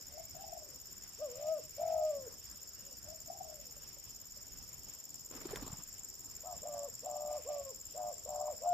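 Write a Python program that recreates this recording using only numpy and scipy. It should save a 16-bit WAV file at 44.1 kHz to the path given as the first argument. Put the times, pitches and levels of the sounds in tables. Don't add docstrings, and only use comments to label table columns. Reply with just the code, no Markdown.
import sys
import numpy as np
from scipy import signal
from scipy.io import wavfile

SR = 44100
rng = np.random.default_rng(int(sys.argv[2]) if len(sys.argv) > 2 else 0)


def master(y):
    cut = np.clip(np.atleast_2d(y).T, -1, 1)
    pcm = np.round(cut * 32767)
    wavfile.write(sys.argv[1], SR, pcm.astype(np.int16))


N = 384993
T = np.arange(N) / SR

# (frequency [Hz], relative density [dB per Hz])
AIR_SPECTRUM = [(15, -24), (30, -7), (60, -3), (140, -9.5), (230, -14), (700, -20.5), (2200, -24),
                (4000, -24), (6200, -64), (8300, -24.5), (9800, -30), (12500, -32), (14500, -36)]
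AIR_DB = -62
# (frequency [Hz], left minus right [dB])
NOISE_LEAN = [(30, -7), (80, -5), (200, -1), (1500, -2.5), (15000, 2)]
# (frequency [Hz], left-right likeness [0-1])
NOISE_LIKENESS = [(30, .35), (200, .85), (600, .7), (2000, .1)]
# (time [s], fizz level [dB], thin tone level [dB])
CHORUS_LEVELS = [(0, -57.5, -70), (8.73, -58.5, -72)]
# (time [s], rate [chirps per s])
CHIRP_RATE = [(0, 17.499), (1.04, 18.076), (2.92, 16.863), (3.31, 17.577), (4.9, 19.427), (5.02, 19.315),
              (6.39, 18.775), (7.26, 18.643), (8.73, 18.058)]
CHIRP_START = .135
# (place [part of chirp], width [part of chirp], level [dB], wing tone [Hz])
CHIRP_STROKES = [(.14, .045, -8, 6674), (.36, .045, 0.5, 6857), (.6, .05, 1.5, 6920), (.75, .07, -16, 6907)]
# (time [s], wing tone level [dB], rasp level [dB], octave level [dB])
CRICKET_LEVELS = [(0, -58, -63, -63), (4.3, -58, -62, -63), (6, -57, -55.5, -62.5),
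                  (8.73, -59.5, -52.5, -63.5)]
# (centre time [s], half length [s], level [dB])
RUSTLE_SWELLS = [(1.38, 0.17, -68), (1.9, 0.2, -69.5), (3.85, 0.16, -73), (7.452, 0.2, -68.5)]
# (time [s], starting level [dB], pitch [Hz])
FAR_KNOCKS = [(3.767, -54, 571), (3.968, -55, 556), (4.369, -56.5, 568)]
# (start [s], end [s], start pitch [Hz], end pitch [Hz], level [dB])
FAINT_WHISTLES = [(.08, .35, 1950, 2380, -73), (1.25, 1.68, 3000, 2750, -75), (1.7, 1.9, 2320, 2320, -75),
                  (2.7, 2.97, 2840, 2840, -74)]
WHISTLE_SHAKE_HZ = 70
# (time [s], level of the first note [dB])
BIRD_TRILLS = [(2.425, -61), (2.665, -62), (2.905, -61), (3.145, -62)]
# (left delay [s], left level [dB], right level [dB])
ECHO_RETURNS = [(.009, -48, -11.5), (.023, -12.5, -22), (.047, -14.5, -18), (.1, -22, -24)]
# (time [s], puff level [dB], puff pitch [Hz], feather slap level [dB])
WING_BEATS = [(5.305, -48.5, 327, -71), (5.331, -56, 159, -66), (5.352, -45, 270, -62),
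              (5.408, -48, 259, -63), (5.45, -35.5, 348, -58), (5.484, -59, 320, -57),
              (5.503, -44, 103, -69), (5.53, -34, 440, -66), (5.559, -46, 129, -39), (5.594, -54, 116, -63),
              (5.62, -43, 270, -55), (5.662, -46, 225, -57), (5.698, -45, 102, -65), (5.725, -39, 145, -54),
              (5.784, -49, 161, -64)]
# (time [s], level [dB])
RUSH_LEVELS = [(5.2, -64), (5.4, -54), (5.53, -52.5), (5.68, -56), (5.85, -63)]
# (frequency [Hz], relative density [dB per Hz])
RUSH_SPECTRUM = [(40, -7.5), (300, -5.5), (700, -12.5), (1200, -13.5), (2200, -21.5), (9000, -30.5)]
RUSH_RISE_S, RUSH_BETWEEN = 0.012, 0.25
# (time into the phrase [s],
# low tone [Hz], low tone level [dB], high tone [Hz], high tone level [dB])
FAR_PHRASE = [
    [(0, 496, -77, 587, -87), (.06, 570, -66, 640, -92), (.12, 485, -69, 600, -81)],
    [(.212, 590, -83, 689, -69), (.257, 597, -57, 701, -72), (.308, 645, -51, 732, -72),
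     (.345, 645, -83, 734, -80)],
    [(.44, 612, -89, 711, -82), (.468, 617, -53.5, 710.5, -60.5), (.515, 631.6, -63, 778, -55),
     (.56, 663, -61, 808, -64), (.61, 635.3, -61.5, 708, -62), (.68, 631, -53, 719, -67.5),
     (.73, 608, -60, 660, -74), (.79, 552, -70, 627, -84), (.88, 479, -70, 580, -88)],
]
# (time [s], level change [dB])
FAR_STARTS = [(-.105, -0.1), (2.82, -0.7)]
# (time [s], low tone [Hz], low tone level [dB], high tone [Hz], high tone level [dB])
CLEAR_SONG = [
    [(1.18, 379, -66, 506, -85), (1.2, 508, -53.5, 619, -53), (1.225, 627, -37.5, 698, -72),
     (1.25, 597, -41, 700, -66), (1.3, 475, -51.5, 602, -65), (1.36, 505, -55.5, 594, -56.5),
     (1.41, 589, -47, 645, -52.5), (1.455, 608, -43, 680, -49), (1.49, 628, -33, 700, -54),
     (1.52, 647, -32.5, 690, -75), (1.55, 621, -37.5, 680, -75), (1.585, 570, -46, 650, -64),
     (1.6, 448, -52.5, 610, -67), (1.62, 432, -93, 593, -86)],
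    [(1.77, 506, -68, 597, -66), (1.785, 572, -45, 635, -51), (1.815, 628, -39, 684, -40),
     (1.85, 654, -39, 699, -40.5), (1.97, 634, -34.5, 684, -44.5), (2.025, 618, -33, 695, -43.5),
     (2.06, 624, -32, 710, -61), (2.1, 610, -37, 670, -61), (2.12, 583, -40.5, 646, -55),
     (2.18, 556, -43, 625, -61), (2.25, 509, -55, 576, -75), (2.28, 447, -48, 549, -58),
     (2.3, 400, -97, 497, -87)],
    [(8.6, 432, -69, 524, -86), (8.62, 516, -52, 635, -49), (8.645, 612, -43.5, 698, -46),
     (8.665, 623, -40, 702, -35.5), (8.69, 640, -54, 708, -31.5), (8.78, 625, -64, 700, -27)],
]
# (left minus right [dB], hoarseness [0-1], breath [dB], octave [dB])
CLEAR_VOICE = [(2.5, 0.17, -26, -59.5), (2.5, 0.3, -29, -61), (3.5, 0.17, -14, -52)]
# (held from [s], held to [s], low tone first [Hz], last [Hz], its level first [dB], last [dB],
#  high tone above low by [Hz], its level first [dB], last [dB],
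#  left minus right [dB], hoarseness [0-1], breath [dB], octave [dB])
HOARSE_RUN = [(6.469, 6.532, 631, 601, -54.5, -57.5, 98.5, -47, -50, 2, 0.28, -6, -28),
              (6.663, 6.856, 592.5, 571, -47.5, -45, 112.8, -47.5, -56.5, 1.5, 0.62, -12, -53),
              (7.062, 7.365, 595, 601.4, -47.5, -42, 129.4, -49.5, -49.5, 2, 0.65, -13, -52),
              (7.491, 7.692, 591.6, 536.5, -40.5, -47.5, 133.6, -49.5, -65, -0.5, 0.72, -18, -54),
              (7.981, 8.098, 605, 603, -47.5, -45, 108.4, -44, -42, 2, 0.18, -14.5, -47),
              (8.29, 8.502, 592.4, 609, -46.5, -41.5, 135, -47.5, -48, 2.5, 0.7, -11, -58.5)]
# (time [s], pitch offset [Hz], low tone level [dB], high tone level [dB])
SCOOP = [(-.042, -175, -19, -28), (-.03, -140, -8.5, -6.5), (-.014, -47.5, -4.5, -6.5)]
# (time [s], pitch offset [Hz], low tone level [dB], high tone level [dB])
DROP = [(.015, -36, -5, -11.5), (0.036, -125, -12, -12), (.047, -150, -33, -34)]
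OVERSHOOT_HZ, SETTLE_S = 17.7, .05
CATCH_S, CATCH_DB, CATCH_WIDTH_S = 7.643, -10.5, 0.012
MIC_TOP_HZ, CUTOFF_HZ = 15800, 15746


def amp(db):
    return 10 ** (np.asarray(db) / 20)


def rms_one(x):
    return x / np.sqrt(np.mean(x ** 2) + 1e-20)


def in_time(rows, t=T):
    s, *columns = np.transpose(rows)
    return [np.interp(t, s, column) for column in columns]


def at_hz(points, hz):
    point_hz, values = np.transpose(points)
    return np.interp(np.log(hz), np.log(np.maximum(point_hz, 1)), values)


def drift(rate_hz):
    r = np.exp(-40 * np.pi * rate_hz / SR)
    noise = rng.standard_normal(N // 20 + 4002)
    slow = signal.lfilter([1], [1, -2 * r, r * r], noise)[4000:]
    return np.interp(np.arange(N) / 20, np.arange(len(slow)), rms_one(slow - slow.mean()))


def band(x, low_hz, high_hz):
    return signal.sosfilt(signal.butter(2, [low_hz, high_hz], "band", fs=SR, output="sos"), x)


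def fizz(hz, width_hz, channels=1):
    r = np.exp(-np.pi * width_hz / SR)
    section = [1, 0, -1, 1, -2 * r * np.cos(2 * np.pi * hz / SR), r * r]
    return rms_one(signal.sosfilt([section, section], rng.standard_normal((channels, N))))


def turns(hz):
    return 2 * np.pi * np.cumsum(hz) / SR


def place(x, lean_db, lag=0):
    late = x[np.clip(np.arange(N) - round(lag), 0, N - 1)]
    return np.stack([x * amp(lean_db / 2), late * amp(-lean_db / 2)])


def echoes(x, wet_db):
    out, dull = np.zeros((2, N)), band(x, 140, 1500)
    for s, *side_db in ECHO_RETURNS:
        for side in range(2):
            lag = round(s * (1 + 0.1305 * side) * SR)
            out[side, lag:] += amp(side_db[side] + wet_db) * dull[:-lag]
    return out


def coloured(spectrum, patchy_db):
    out, gust, edges = 0, drift(4.5), 20 * 2 ** np.arange(0, 10, .5)
    white = rng.standard_normal((2, 2, N))
    for k, (low, high) in enumerate(zip(edges, edges[1:])):
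        mid, side = band(white[k % 2], low, high)
        hz = np.sqrt(low * high)
        alike = np.clip(at_hz(NOISE_LIKENESS, hz), 0, 1)
        flicker_db = patchy_db * (300 / hz) ** 0.11 * (0.43 * gust + drift(7.6))
        gain = amp(at_hz(spectrum, hz) + flicker_db)
        lean = amp(at_hz(NOISE_LEAN, hz) / 2 * np.array([[1], [-1]]))
        stereo = np.sqrt(1 + alike) * mid + np.sqrt(1 - alike) * side * [[1], [-1]]
        out = out + gain * lean * stereo
    return out / np.sqrt(np.mean(out.mean(axis=0) ** 2))


def air():
    return amp(AIR_DB) * coloured(AIR_SPECTRUM, patchy_db=2.5)


def chorus():
    fizz_db, thin_db = in_time(CHORUS_LEVELS)
    pulse = 1 + 0.21 * np.sin(turns(80 + 4 * drift(2.26)))
    throb = amp(1.68 * np.sin(turns(5.5 + 1.16 * drift(0.74))))
    own, shared = fizz(5340, 730, channels=2), fizz(5470, 970)
    cloud = rms_one((own + 0.33 * shared) * pulse * throb) * amp([[-1.3], [1.3]])
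    thin = fizz(7530, 54) + 1.96 * fizz(7530, 160, channels=2)
    return amp(fizz_db) * cloud + amp(thin_db) * thin


def rustles():
    swell = 0
    for s, half_s, level_db in RUSTLE_SWELLS:
        swell = swell + amp(level_db) * np.exp(-.5 * ((T - s) / half_s) ** 2)
    return swell * amp(2.0 * drift(20)) * fizz(2370, 2000, channels=2)


def strokes(count, spread_db):
    whole, part = np.floor(count).astype(int), count % 1
    luck = rng.standard_normal((whole.max() + 2, len(CHIRP_STROKES)))[whole + 1]
    at, length, level_db, hz = np.transpose(CHIRP_STROKES)[:, :, None]
    along = (part - at) / length
    bumps = amp(level_db + spread_db * luck.T) * np.exp(-.5 * along ** 2) + 1e-4
    swell = bumps.sum(axis=0)
    wing_hz = (hz * bumps).sum(axis=0) / swell
    progress = (np.tanh(along) * bumps).sum(axis=0) / swell
    return swell, wing_hz, progress


def cricket():
    count = CHIRP_START + np.cumsum(in_time(CHIRP_RATE)[0]) / SR
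    tone_db, rasp_db, octave_db = in_time(CRICKET_LEVELS)
    swell, hz, _ = strokes(count, spread_db=-0.5)
    phase = turns(hz + 45 * drift(150))
    smear = signal.lfilter([.004], [1, -.996], swell)
    tone = rms_one(swell * np.sin(phase))
    tone = tone + amp(-5) * rms_one(smear * fizz(6880, 260, channels=2))
    octave = rms_one(swell * np.sin(2 * phase))
    octave = octave + amp(-2) * rms_one(smear * fizz(13900, 1200, channels=2))
    early, _, along = strokes(count + 0.0238, spread_db=2.0)
    rasp_phase = turns(7330 - 200 * along + 40 * drift(137.0))
    rasp = rms_one(early ** 1.67 * np.sin(rasp_phase))
    rasp = rasp + amp(-6) * fizz(7250, 400, channels=2)
    left = amp(tone_db + 1.2) * tone[0] + amp(rasp_db + 1.5) * rasp[0] + amp(octave_db + 5) * octave[0]
    right = amp(tone_db - 1.2) * tone[1] + amp(rasp_db - 1.5) * rasp[1] + amp(octave_db - 7) * octave[1]
    return np.stack([left, np.roll(right, -7)])


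def far_sounds():
    out = np.zeros(N)
    for s, level_db, hz in FAR_KNOCKS:
        t = np.maximum(T - s, 0)
        out += amp(level_db) * np.sin(2 * np.pi * hz * t) * np.exp(-t / 0.0092)
    trill_notes = []
    for s, level_db in BIRD_TRILLS:
        for k in range(3):
            start = s + k * .034
            louder_db = 3 * min(k, 1)
            trill_notes.append((start, start + .024, 5400, 4550, level_db + louder_db))
    waver, shake_hz = drift(30), WHISTLE_SHAKE_HZ * drift(77)
    for start, end, start_hz, end_hz, level_db in FAINT_WHISTLES + trill_notes:
        span = slice(round(start * SR), round(end * SR))
        done = np.linspace(0, 1, span.stop - span.start)
        swell = amp(level_db + 2 * waver[span]) * np.sqrt(np.abs(np.sin(np.pi * done)))
        out[span] += swell * np.sin(turns(start_hz + (end_hz - start_hz) * done + shake_hz[span]))
    return place(out, 1.5) + echoes(out, 4.8)


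def wings():
    out, rush, t = np.zeros(N), np.zeros(N), T[:3000]
    slaps = signal.lfilter([1], [1, -.7], rng.standard_normal((len(WING_BEATS), 3000)))
    for (s, puff_db, hz, slap_db), slap in zip(WING_BEATS, slaps):
        late, at = t - .008, round(s * SR)
        puff = np.exp(-.5 * (late / 0.003) ** 2) * np.cos(2 * np.pi * hz * late)
        out[at:at + 3000] += amp(puff_db) * (puff - puff.mean())
        out[at:at + 3000] += amp(slap_db) * slap * np.exp(-t / 0.0028)
        rush[at:at + 3000] += t / RUSH_RISE_S * np.exp(1 - t / RUSH_RISE_S)
    inside_s = np.minimum(T - RUSH_LEVELS[0][0], RUSH_LEVELS[-1][0] - T)
    rush += RUSH_BETWEEN * np.clip(inside_s * 10, 0, 1)
    rush *= amp(in_time(RUSH_LEVELS)[0] + 4 * np.tanh(drift(90)))
    return place(out, .5) + echoes(out, -12.0) + rush * coloured(RUSH_SPECTRUM, patchy_db=4.0)


def hoarse_note(start, end, hz, end_hz, low_db, end_low_db, gap_hz, high_db, end_high_db):
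    def edge(rows, s, hz, low_db, high_db):
        return [(s + ds, hz + dhz, low_db + dl, hz + dhz + gap_hz, high_db + dh) for ds, dhz, dl, dh in rows]
    first = edge(SCOOP + [(0.0023, 0, 0, 0)], start, hz + OVERSHOOT_HZ, low_db, high_db)
    last = edge([(0.0034, 0, 0, 0)] + DROP, end, end_hz, end_low_db, end_high_db)
    done = np.clip(SETTLE_S / (end - start), 0, .9)
    without_overshoot = np.array(first[-1]) - [0, OVERSHOOT_HZ, 0, OVERSHOOT_HZ, 0]
    settled = (1 - done) * without_overshoot + done * np.array(last[0])
    return first + [settled] + last


def coo(rows, hoarse, breath_db, octave_db, shake, breath):
    ends = np.round(np.array([rows[0][0], rows[-1][0]]) * SR)
    span = slice(*np.clip(ends, 0, N).astype(int))
    low_hz, low_db, high_hz, high_db = in_time(rows, T[span])
    low = np.sqrt(2) * amp(low_db)
    high = np.sqrt(2) * amp(high_db + 5.5 * hoarse * shake[0, span])
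    a = turns(low_hz + 5.5 * hoarse * shake[1, span])
    beat = turns(high_hz - low_hz + 9.0 * hoarse * shake[2, span])
    alone = low / (low + high)
    both = high * alone
    tone = low * np.sin(a) + high * np.sin(a + beat)
    tone += amp(octave_db) * np.tanh(low / amp(-40)) * alone ** 2 * np.sin(2 * a)
    tone += amp(-36) * high * np.sin(2 * (a + beat))
    step = np.exp(-(high_hz - low_hz) / 75)
    lagging = sum(step ** k * np.sin(a + (k + 1) * beat - 1.1 * k) for k in range(1, 6))
    tone += both * lagging
    tone += both * amp(-19) * np.sin(a - beat)
    tone += both * hoarse * 1.22 * (1 + np.tanh(shake[3, span])) * np.sin(a + beat / 2)
    tone += both * amp(breath_db) * breath[span] * (1 + np.cos(beat))
    out = np.zeros(N)
    out[span] = tone
    return out


def doves():
    shake = np.stack([drift(31) for _ in range(4)])
    breath = rms_one(band(band(rng.standard_normal(N), 740, 1050), 600, 1350))
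    notes = list(zip(CLEAR_SONG, CLEAR_VOICE))
    notes += [(hoarse_note(*row[:-4]), row[-4:]) for row in HOARSE_RUN]
    near = 0
    for rows, (lean_db, *throat) in notes:
        near = near + place(coo(rows, *throat, shake, breath), lean_db, lag=3.9)
    near = near * amp(CATCH_DB * np.exp(-.5 * ((T - CATCH_S) / CATCH_WIDTH_S) ** 2))
    far = np.zeros(N)
    for s, level_db in FAR_STARTS:
        for rows in FAR_PHRASE:
            shifted = np.add(rows, [s, 0, 0, 0, 0])
            far += amp(level_db) * coo(shifted, 1.27, -47, -88, shake, breath)
    near_wet = near + echoes(near.mean(axis=0), 0.0)
    far_wet = place(far, 7.2, lag=-9.5) + echoes(far, 4.2)
    return near_wet + far_wet


def scene():
    return air() + chorus() + rustles() + cricket() + far_sounds() + wings() + doves()


def record(dry):
    faded = signal.sosfilt(signal.butter(14, MIC_TOP_HZ, fs=SR, output="sos"), dry)
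    return signal.sosfilt(signal.cheby2(12, 70, CUTOFF_HZ, fs=SR, output="sos"), faded)


dry = scene()
out = record(dry)
master(out)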